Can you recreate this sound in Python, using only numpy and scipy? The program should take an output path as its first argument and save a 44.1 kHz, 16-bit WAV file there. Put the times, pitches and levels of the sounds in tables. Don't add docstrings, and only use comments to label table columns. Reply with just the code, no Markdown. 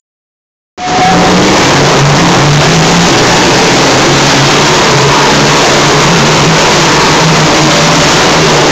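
import sys
import numpy as np
from scipy import signal
from scipy.fft import rfft, irfft, next_fast_len
from scipy.io import wavfile

SR = 44100
rng = np.random.default_rng(int(sys.argv[2]) if len(sys.argv) > 2 else 0)


def master(y):
    cut = np.clip(np.atleast_2d(y).T, -1, 1)
    pcm = np.round(cut * 32767)
    wavfile.write(sys.argv[1], SR, pcm.astype(np.int16))


N = 384111
TIME = np.arange(N) / SR
LAP_S, SOUND_M_PER_S = 1.8, 343

# (time [s], firing rate [Hz])
LEAD_FIRING = [(.78, 43.7), (1.08, 61), (1.33, 60), (1.75, 67.7), (2.3, 65.8), (3.2, 73.8), (3.8, 71),
               (4.4, 69.4), (5.1, 69), (6.1, 70.8), (7.9, 73.8), (8.71, 70.4)]
SECOND_FIRING = [(.78, 39.99), (1.65, 46.43), (2.4, 48.77), (3.0, 57.17), (4.0, 66.9), (4.8, 74), (5.4, 73),
                 (6.7, 78.47), (7.4, 78.1), (7.9, 80.09), (8.4, 78.9), (8.71, 72.42)]
# (pitch [Hz], width [Hz], level [dB])
ROAR_TONES = [(280, 73, -2), (421.4, 126, 1.5), (572, 192, -7)]
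BARK_TONES = [(775, 164, 0.5), (1158, 760, -4)]
# (frequency [Hz], level [dB])
RASP_COLOUR = [(30, -38), (200, 2), (900, 2), (1500, 5), (2500, 0.5), (4000, -3), (6500, -5), (9000, -3)]
# (time [s], roar [dB], bark [dB], rasp [dB])
EXHAUST_LEVELS = [(0.8, 1, 1, -3.5), (1.2, 6.5, 1.5, -3.5), (1.6, 3, 2, 0.5), (2.05, 3, 1.5, -1.5),
                  (2.35, 1, -0.5, -4), (2.6, -1.5, 1, 1.5), (3.3, 0.5, -1, 0.5), (4.0, 0.0, -2.5, 0.0),
                  (4.3, -2, -0.5, 2.5), (5.1, -1, 2.5, -0.5), (5.5, -0.5, -3, 1.5), (6.1, 0.5, 2.5, 1),
                  (6.4, -2.5, -1.5, 0.5), (7.1, -0.5, 1.5, 1), (7.5, -2.5, -3, 0), (7.9, -1, 0, 3),
                  (8.7, 3.5, 0.5, -1)]
# (time [s], share of the hot sound [0 to 1])
PIPE_HEAT = [(1.8, 0.35), (2.7, 0.19), (4.0, 0.05), (5.2, 1), (6.4, 1), (7.2, 0.82), (8.3, 0.51)]
# (frequency [Hz], level [dB])
PIPE_OVERTONES = [(90, -29), (150, -22.5), (205, -14), (250, -13.5), (290, -9.5), (318, -10.5), (365, -14),
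                  (400, -11.5), (445, -8.5), (510, -22.5), (595, -10.5), (700, -30)]
# (frequency [Hz], level [dB])
DRUM_LIFT = [(95, -12), (118, -8), (140, -3.5), (178, -1.5), (200, -19), (240, -42)]
# (start [s], length [s], level [dB], pitch [Hz])
BOOMS = [(1.08, .14, -4.5, 175.5), (1.15, .4, -8.5, 302.8), (1.26, .16, -4.5, 179.9), (1.45, .1, -7.5, 192),
         (1.62, .28, -10, 140.5), (1.99, .15, -0.5, 142.8), (2.18, .14, -5, 170.2), (2.41, .21, -2, 145.7),
         (2.65, .08, -4, 157.8), (2.75, .11, -2, 160.2), (2.91, .13, -6.5, 171), (3.3, .24, -12, 182.9),
         (4.2, .28, -12.5, 273), (4.37, .09, -6.5, 138), (4.66, .22, -15, 365.5), (4.9, .2, -11, 429.7),
         (4.93, .23, -5, 137.7), (5.26, .24, -15, 214), (5.43, .13, -8.5, 147.5), (5.63, .17, -13.5, 144),
         (6.09, .08, -5.5, 172), (6.18, .12, -10.5, 226.4), (6.34, .11, -6, 142), (6.47, .08, -7, 162.7),
         (7.23, .11, -4.5, 161.3), (7.38, .08, -7.5, 158.6), (7.4, .35, -14.5, 314.6),
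         (7.7, .4, -13.5, 588.6), (7.8, .23, -13.5, 162.9), (8.4, .09, -7.5, 158.4)]
# (start [s], length [s], level [dB], pitch [Hz])
SQUEAL_SLIPS = [(.77, 0.11, 7.5, 727), (.905, 0.083, 8.5, 733), (1.01, .055, 13, 737.4),
                (1.065, .055, 8, 759), (1.12, .18, 2, 745.4)]
# (frequency [Hz], level [dB])
RECORDER_TREBLE = [(3000, -1.5), (7000, -0.5), (9000, -9), (15000, -9)]


def motorcycle(firing, pass_s, path_swing_m=2.5, swell_db=1.5):
    firing_hz, = in_time(firing)
    cycles = np.cumsum(firing_hz) / SR
    near = np.cos(2 * np.pi * (TIME - pass_s) / LAP_S)
    bend_cycles = firing_hz * near * path_swing_m / SOUND_M_PER_S
    pipe = exhaust(cycles + bend_cycles, near)
    note = engine_note(cycles, bend_cycles, firing_hz)
    return from_db(swell_db * near) * (drum_echoes(pipe) + note)


def exhaust(cycles, near, uneven_db=3.5, jitter_cycles=0.04, puff_cycles=0.32, gas_db=-1.5):
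    roar_db, bark_db, rasp_db = in_time(EXHAUST_LEVELS)
    cycles = cycles + jitter_cycles * drift(70)
    strength = from_db(uneven_db * drift(70))
    count = np.floor(cycles)
    pulses = rms_one(strength * np.diff(count, prepend=count[0]))
    puff_shape = np.exp(-(cycles % 1) / puff_cycles)
    puffs = rms_one(strength * puff_shape * rng.standard_normal(N))
    blast = pulses + from_db(gas_db) * puffs
    drum_air = from_db(-9) * resonate(blast, [(167.6, 31, 0)])
    roar = from_db(roar_db - 2.5) * pipe_ring(blast, ROAR_TONES)
    bark = from_db(bark_db - 2.5) * pipe_ring(blast, BARK_TONES)
    rasp = from_db(rasp_db + 2 + 1.5 * near) * rms_one(coloured(puffs, RASP_COLOUR))
    return drum_air + roar + bark + rasp


def pipe_ring(blast, tones, hot_pitch_ratio=1.169):
    heat = np.clip(in_time(PIPE_HEAT)[0], 0, 1)
    hot_tones = np.array(tones) * [hot_pitch_ratio, 1, 1]
    return (1 - heat) * resonate(blast, tones) + heat * resonate(blast, hot_tones)


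def engine_note(cycles, bend_cycles, firing_hz, waver_db=1.42, waver_cycles=0.036, echo_db=-3):
    out = 0
    for multiple in range(2, 9):
        hz = multiple * firing_hz
        strength = from_db(-7.5) * gain_at(DRUM_LIFT, hz) + from_db(-3.5) * gain_at(PIPE_OVERTONES, hz)
        pair = 0
        for way, db in ((1, 0), (-1, echo_db)):
            heard_cycles = cycles + way * bend_cycles + waver_cycles * drift(20)
            pair += from_db(db) * np.sin(2 * np.pi * (multiple * heard_cycles + rng.random()))
        waver = from_db(waver_db * np.sqrt(multiple) * drift(18))
        out += strength * waver * pair
    return np.sqrt(2) * out


def drum_booms():
    booms = swells(BOOMS, attack_s=0.063, release_s=0.1, rise_hz_per_s=34.5,
                   waver_db=1.5, waver_cycles=0.031)
    return from_db(10.5) * booms


def squeal():
    return swells(SQUEAL_SLIPS, attack_s=0.02, release_s=0.046, rise_hz_per_s=84,
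                  waver_db=3, waver_cycles=0.026)


def drum_echoes(sound, echo_db=9, decay_s=0.79, sectors=5):
    t, wash = TIME[:SR], 0
    for sector in range(sectors):
        share = np.maximum(np.cos(2 * np.pi * (TIME / LAP_S - sector / sectors)), 0)
        echoes = rng.standard_normal(SR) * from_db(-60 * t / decay_s) * (t > 0.006)
        wash += signal.oaconvolve(sound * share, echoes / np.linalg.norm(echoes))[:N]
    return (sound + from_db(echo_db) * wash) / np.hypot(1, from_db(echo_db))


def swells(notes, attack_s, release_s, rise_hz_per_s, waver_db, waver_cycles):
    out = np.zeros(N)
    flutter, wander = from_db(waver_db * drift(60)), waver_cycles * drift(40)
    for start, length, db, hz in notes:
        fade_in = (TIME - start) / attack_s
        fade_out = (start + length - TIME) / release_s
        shape = np.clip(np.minimum(fade_in, fade_out) + 0.5, 0, 1)
        on = shape > 0
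        t = TIME[on] - start - length / 2
        cycles = hz * t + rise_hz_per_s * t * t / 2 + wander[on] + rng.random()
        out[on] += from_db(db) * shape[on] * np.sin(2 * np.pi * cycles)
    return np.sqrt(2) * flutter * out


def resonate(sound, tones):
    out = 0
    for k, (hz, width, db) in enumerate(tones):
        r = np.exp(-np.pi * width / SR)
        poles = [1, -2 * r * np.cos(2 * np.pi * hz / SR), r * r]
        ring = (1 - r * r) / 2 * signal.lfilter([1, 0, -1], poles, sound)
        out += (-1) ** k * from_db(db) * ring
    return rms_one(out)


def coloured(sound, colour):
    size = next_fast_len(N)
    gain = gain_at(colour, np.fft.rfftfreq(size, 1 / SR))
    return irfft(rfft(sound, size) * gain, size)[:N]


def gain_at(colour, hz):
    known_hz, db = np.transpose(colour)
    return from_db(np.interp(np.log(hz + 1), np.log(known_hz), db))


def in_time(rows):
    times, *columns = np.transpose(rows)
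    return [np.interp(TIME, times, column) for column in columns]


def drift(rate_hz):
    values = rng.standard_normal(2000)
    return rms_one(np.interp(TIME * rate_hz, np.arange(len(values)), values))


def rms_one(sound):
    return sound / np.sqrt(np.mean(sound ** 2) + 1e-20)


def from_db(db):
    return 10 ** (np.asarray(db) / 20)


def scene():
    bikes = motorcycle(LEAD_FIRING, pass_s=2.334) + motorcycle(SECOND_FIRING, pass_s=1.49)
    return (bikes + drum_booms() + squeal())[None]


def record(dry, rate_hz=16000, drive_db=4, overlay_db=-26, band_hz=7400, ceiling_db=0.2, out_db=-3):
    narrow = signal.resample_poly(dry[0], rate_hz, SR)
    square = np.clip(from_db(drive_db) * narrow, -1, 1)
    square += from_db(overlay_db) * rng.standard_normal(len(narrow))
    fade = np.interp(TIME, [0.738, 1.03], [0, 1]) * (TIME > 0.777)
    faded = fade * signal.resample_poly(square, SR, rate_hz)[:N]
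    rippled = signal.sosfiltfilt(signal.butter(6, band_hz, fs=SR, output="sos"), faded)
    ceiling = from_db(ceiling_db)
    dull = from_db(out_db) * coloured(np.clip(rippled, -ceiling, ceiling), RECORDER_TREBLE)
    top_cut = signal.firwin(601, cutoff=15700, window="blackman", fs=SR)
    return signal.fftconvolve(dull, top_cut, "same")[None]


dry = scene()
out = record(dry)
master(out)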